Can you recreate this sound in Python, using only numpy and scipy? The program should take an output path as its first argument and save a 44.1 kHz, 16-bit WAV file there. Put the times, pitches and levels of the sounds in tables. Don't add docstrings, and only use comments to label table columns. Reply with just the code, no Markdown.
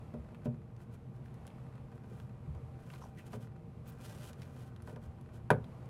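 import sys
import numpy as np
from scipy import signal
from scipy.fft import rfft, irfft
from scipy.io import wavfile

SR = 44100
rng = np.random.default_rng(int(sys.argv[2]) if len(sys.argv) > 2 else 0)


def unload_audio(sound):
    columns = np.transpose(np.atleast_2d(sound))
    steps = np.round(np.clip(columns, -1, 1) * 32767)
    wavfile.write(sys.argv[1], SR, steps.astype(np.int16))


N = 259749

# f/Hz, relative density/dB
RUMBLE_SPECTRUM = [(15, -43), (25, -20.5), (50, -15), (72, -8), (88, -4), (99, -11), (112, 0.5),
                   (130, -5.5), (160, -6), (185, -11), (230, -10.5), (300, -25), (450, -39.5), (900, -82)]
AIR_SPECTRUM = [(100, -6), (300, 1), (550, 2.5), (800, -2.5), (1100, -3.5), (1600, -13.5), (2500, -16),
                (3600, -23.5), (6000, -29.5), (12000, -31), (13500, -41), (16000, -57)]
# f/Hz, bandwidth/Hz, rms level/dB
HUM_RESONANCES = [(128.4, 6, -55.5), (348.8, 26.4, -69), (440, 27, -73), (467, 17.4, -69.5),
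                  (616, 25, -76.5), (780.7, 19.6, -73)]
# f/Hz, relative density/dB
CLICK_SPECTRUM = [(150, -31), (700, 15), (1800, 5.5), (2600, 1), (4000, -6), (7000, -13), (9000, -15.5),
                  (10500, -11), (12500, -19.5), (16000, -24)]
# f/Hz, level/dB, T60/s
BOARD_MODES = [(70.6, -45.5, 0.86), (115.6, -29.5, 0.41), (147.9, -26, 0.29), (166, -32.5, 0.28),
               (209.3, -28, 0.2), (242.6, -38.5, 0.419), (273.5, -35.5, 0.19), (367, -30, 0.21),
               (425, -26, 0.15), (462.2, -28, 0.22), (508.4, -28, 0.18), (536, -32, 0.2),
               (598, -21.5, 0.093), (692, -28.5, 0.069), (734, -36.5, 0.2), (779, -36.5, 0.11),
               (901, -34.5, 0.13), (952, -33, 0.093), (1004, -22.5, 0.061), (1120, -42, 0.098),
               (1193, -32, 0.1), (1269, -32.5, 0.1), (1391, -31.5, 0.085), (1507, -32, 0.098),
               (1550, -42, 0.05), (1620, -48, 0.06), (1807, -33, 0.045), (1910, -31.5, 0.049),
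               (1970, -48, 0.117), (2385, -29.5, 0.039)]
# f/Hz, relative density/dB
CLATTER_SPECTRUM = [(200, -18), (450, 1), (950, 5), (1300, -0.5), (1650, 2), (1900, -14), (2200, -7),
                    (2600, -18.5), (4000, -25), (12000, -71)]
# f/Hz, level/dB, T60/s
PIPE_MODES = [(234, 4, 0.3), (603, -5, 0.15)]
# t/s, gain/dB
PIPE_FREEDOM = [(.14, -13), (.46, -10), (1.7, -24.5), (4.9, -26), (5.5, -55)]
# t/s, force/dB, contact corner f/Hz (low is soft)
BLOWS = [(0.1393, -22.5, 694), (.188, -23, 170), (.319, -39, 794), (0.457, -18.5, 695), (.469, -13.5, 328),
         (1.754, -37, 1900), (1.917, -38, 1700), (2.037, -38, 1200), (2.107, -22.5, 297),
         (2.5488, -35.5, 1410), (3.3319, -24, 2000), (3.341, -20.5, 418), (3.36, -23, 300),
         (4.15, -30, 800), (4.8748, -28, 2200), (4.8947, -31.5, 1800), (4.922, -19, 230),
         (4.9597, -27, 1200), (5.335, -18, 185), (5.5034, 0, 8000)]
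# t/s, level/dB, f/Hz
BOARD_FLEXES = [(0.184, -40, 73), (0.476, -34, 126), (2.474, -36.5, 139.8), (2.497, -37.5, 77.5),
                (2.558, -38.5, 75), (5.07, -39.5, 79)]
# t/s, relative level/dB, main ring f/Hz
TAPS = [(0.347, -57.5, 2800), (0.7645, -58.5, 6100), (1.2589, -61.5, 2300), (1.3424, -58, 10500),
        (1.468, -49.5, 9200), (1.4764, -53, 3520), (1.477, -52, 10500), (1.5025, -59.5, 3500),
        (2.2007, -59.5, 3230), (2.9022, -52, 3180), (2.9377, -53.5, 4180), (2.959, -56, 3000),
        (4.331, -47, 7060), (4.4194, -46, 6200), (4.431, -52.5, 5500), (4.7632, -55, 3570),
        (4.822, -53, 10000), (5.2112, -57, 11000), (5.505, -30, 10200), (5.643, -52.5, 4200),
        (5.858, -60, 8040)]
# fastest t/s, length at half height/s, speed as hiss level/dB
RUB_STROKES = [(0.455, 0.015, -66), (0.816, 0.036, -72), (0.938, 0.028, -71.5), (1.16, 0.034, -77),
               (1.26, 0.032, -77), (1.955, 0.041, -79), (2.166, 0.17, -74), (2.82, 0.054, -77),
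               (2.928, 0.098, -67.5), (3.049, 0.093, -70), (3.193, .045, -66), (3.271, 0.028, -65.5),
               (3.34, 0.041, -61), (3.428, 0.051, -68), (3.888, 0.035, -62.5), (4.426, 0.11, -71),
               (4.61, 0.12, -68), (4.889, 0.087, -70.5), (5.046, .035, -69.5), (5.355, 0.042, -70)]
# t/s, speed as relative hiss level/dB
LONG_PUSH = [(3.92, -76), (3.948, -80), (3.996, -80), (4.012, -62.5), (4.03, -67), (4.06, -57.5),
             (4.086, -65.5), (4.204, -66.5), (4.252, -59.5), (4.296, -65.5), (4.32, -77)]
# f/Hz, relative density/dB
RUB_SPECTRUM = [(200, -12), (1000, 3.5), (2200, 4.5), (3100, 7), (4200, 2), (6500, 1.5), (8500, 0.5),
                (10500, 0.5), (13000, -3), (16000, -10)]
# t/s, length/s, centre f/Hz, level/dB
FRICTION_BANDS = [(2.932, .0128, 930, -53.5), (2.932, .013, 2040, -63.5), (3.013, 0.015, 1070, -54),
                  (3.036, 0.0097, 970, -52.5), (3.054, 0.0091, 734, -54.5), (3.01, .05, 5800, -71),
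                  (3.166, 0.047, 1940, -65.5), (3.179, 0.042, 2550, -65.5), (3.87, .04, 14500, -66)]
# t/s, f/Hz, level/dB, rise time/s
WALL_SWINGS = [(5.5033, 885, -15.5, 0.00083), (5.5041, 1580, -18, 0.00076)]
# f/Hz, T60/s
ROOM_DECAY = [(100, 0.2), (400, 0.31), (1200, 0.24), (3000, 0.14), (8000, 0.12), (16000, 0.17)]


def amp(db):
    return 10 ** (np.asarray(db) / 20)


def unit(x):
    return x / np.sqrt(np.mean(x ** 2) + 1e-20)


def read(points, hz):
    f, value = np.transpose(points)
    return np.interp(np.log(hz + 1), np.log(f + 1), value)


def add(mix, s, sound):
    part = mix[round(s * SR):][:len(sound)]
    part += sound[:len(part)]


def colour(x, spectrum):
    gain = amp(read(spectrum, np.fft.rfftfreq(len(x), 1 / SR)))
    return unit(irfft(rfft(x) * gain, len(x)))


def resonate(x, hz, width_hz):
    hz = min(hz, SR / 3)
    return signal.lfilter(*signal.iirpeak(hz, hz / width_hz, SR), x)


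def roll_off(x, order, hz, kind):
    return signal.lfilter(*signal.butter(order, min(hz, SR / 3), kind, fs=SR), x)


def narrow_noise(n, hz, width_hz):
    return unit(resonate(resonate(rng.standard_normal(n), hz, width_hz), hz, width_hz))


def drift(rate_hz):
    hz = np.fft.rfftfreq(N, 1 / SR)
    return unit(irfft(rfft(rng.standard_normal(N)) / (1 + (hz / rate_hz) ** 4), N))


def hum():
    rumble = amp(-50) * colour(rng.standard_normal(N), RUMBLE_SPECTRUM)
    air = amp(-63) * colour(rng.standard_normal(N), AIR_SPECTRUM) * amp(1.63 * drift(rate_hz=1.8))
    tones = sum(amp(db) * narrow_noise(N, hz, width) for hz, width, db in HUM_RESONANCES)
    return rumble + air + tones


def click(crack_s, ring_db, ring_s):
    t = np.arange(SR // 8) / SR
    envelope = np.exp(-t / crack_s) + amp(ring_db) * np.exp(-t / ring_s)
    return colour(rng.standard_normal(len(t)), CLICK_SPECTRUM) * envelope


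def finger_crackles(per_s=20, range_db=19.5):
    chance, weakness = rng.random((2, N))
    contacts = (chance < per_s / SR) * amp(-62 - range_db * weakness)
    crackle = signal.fftconvolve(contacts, click(crack_s=0.0015, ring_db=-1, ring_s=0.0087))[:N]
    return roll_off(crackle, 1, 5000, "low")


def ring(modes):
    t = np.arange(SR) / SR
    return sum((-1) ** k * amp(db - 60 * t / t60) * np.sin(2 * np.pi * hz * t)
               for k, (hz, db, t60) in enumerate(modes))


def struck_boards():
    t = np.arange(SR) / SR
    clatter = amp(-26.5) * colour(rng.standard_normal(SR), CLATTER_SPECTRUM) * np.exp(-t / 0.013)
    build_up = 1 - 0.78 * np.exp(-t / 0.0047)
    return (ring(BOARD_MODES) + clatter) * build_up


def knocks(hard_hz=1070):
    body, contact = np.zeros((2, N))
    boards, pipe = struck_boards(), ring(PIPE_MODES)
    for s, force_db, corner_hz in BLOWS:
        softened = roll_off(boards, 2, corner_hz, "low")
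        hardness = 1 / np.hypot(1, (hard_hz / corner_hz) ** 2)
        freedom = amp(np.interp(s, *np.transpose(PIPE_FREEDOM)))
        add(body, s, amp(force_db) * (softened + hardness * freedom * pipe))
        click_gain = hardness * amp(-31.5 + 0.85 * force_db)
        add(contact, s, click_gain * click(crack_s=0.0035, ring_db=-2.5, ring_s=0.0078))
    return body, contact


def thuds(rise_s=0.013):
    out, t = np.zeros(N), np.arange(SR // 3) / SR
    envelope = t / rise_s * np.exp(1 - t / rise_s)
    for s, db, hz in BOARD_FLEXES:
        add(out, s, amp(db) * envelope * np.sin(2 * np.pi * hz * t))
    return out


def taps():
    out = np.zeros(N)
    for s, db, hz in TAPS:
        tap = click(crack_s=0.0016, ring_db=-10, ring_s=0.007)
        thin = roll_off(tap, 1, 0.6 * hz, "high")
        add(out, s, amp(db) * (1.11 * thin + 2.0 * resonate(tap, hz, 0.26 * hz)))
    return out


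def rubbing(slips_per_s=6000, push_gain_db=2):
    t = np.arange(N) / SR
    hiss_gain = amp(push_gain_db + np.interp(t, *np.transpose(LONG_PUSH), left=-np.inf, right=-np.inf))
    for s, length, speed_db in RUB_STROKES:
        swell = 0.5 ** (abs(2 * (t - s) / length) ** 1.63)
        hiss_gain += amp(speed_db) * swell
    murmur_gain = amp(-65.5) * (hiss_gain / amp(-70)) ** 0.35
    slips = rng.standard_normal(N) * (rng.random(N) < slips_per_s / SR)
    slips *= amp(1.3 * np.minimum(rng.exponential(1, N), 5))
    slips = unit(slips * amp(1.37 * drift(rate_hz=41)))
    murmur = roll_off(signal.fftconvolve(slips, struck_boards())[:N], 1, 1300, "high")
    return hiss_gain * colour(slips, RUB_SPECTRUM) + murmur_gain * unit(murmur)


def squeaks_and_brush(relative_width=0.22):
    out = np.zeros(N)
    for s, length, hz, db in FRICTION_BANDS:
        n = round(length * SR)
        band = narrow_noise(n, hz, relative_width * hz)
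        add(out, s, amp(db) * band * signal.windows.tukey(n, 0.5))
    return out


def snap():
    out, t = np.zeros(N), np.arange(SR // 20) / SR
    for s, hz, db, rise_s in WALL_SWINGS:
        envelope = t / rise_s * np.exp(1 - t / rise_s)
        add(out, s, -amp(db) * envelope * np.sin(2 * np.pi * hz * t))
    return out


def room(x):
    hz, t, bands = signal.stft(rng.standard_normal(SR // 2), SR, nperseg=256)
    decay = amp(-60 * t / read(ROOM_DECAY, hz)[:, None])
    tail = signal.istft(bands * decay, SR, nperseg=256)[1]
    tail *= 1 - np.exp(-np.arange(len(tail)) / SR / 0.0012)
    return signal.fftconvolve(x, tail / np.linalg.norm(tail))[:N]


def scene():
    body, contact = knocks()
    body += snap()
    plastic = contact + taps() + finger_crackles() + rubbing() + squeaks_and_brush()
    reverberation = room(amp(-13.5) * plastic + amp(-17) * body)
    return (body + thuds() + plastic + reverberation + hum())[None]


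def record(dry, edge_hz=15900):
    low_pass = signal.firwin(301, edge_hz, window=("kaiser", 8), fs=SR)
    return signal.oaconvolve(dry, low_pass[None], "same")


dry = scene()
out = record(dry)
unload_audio(out)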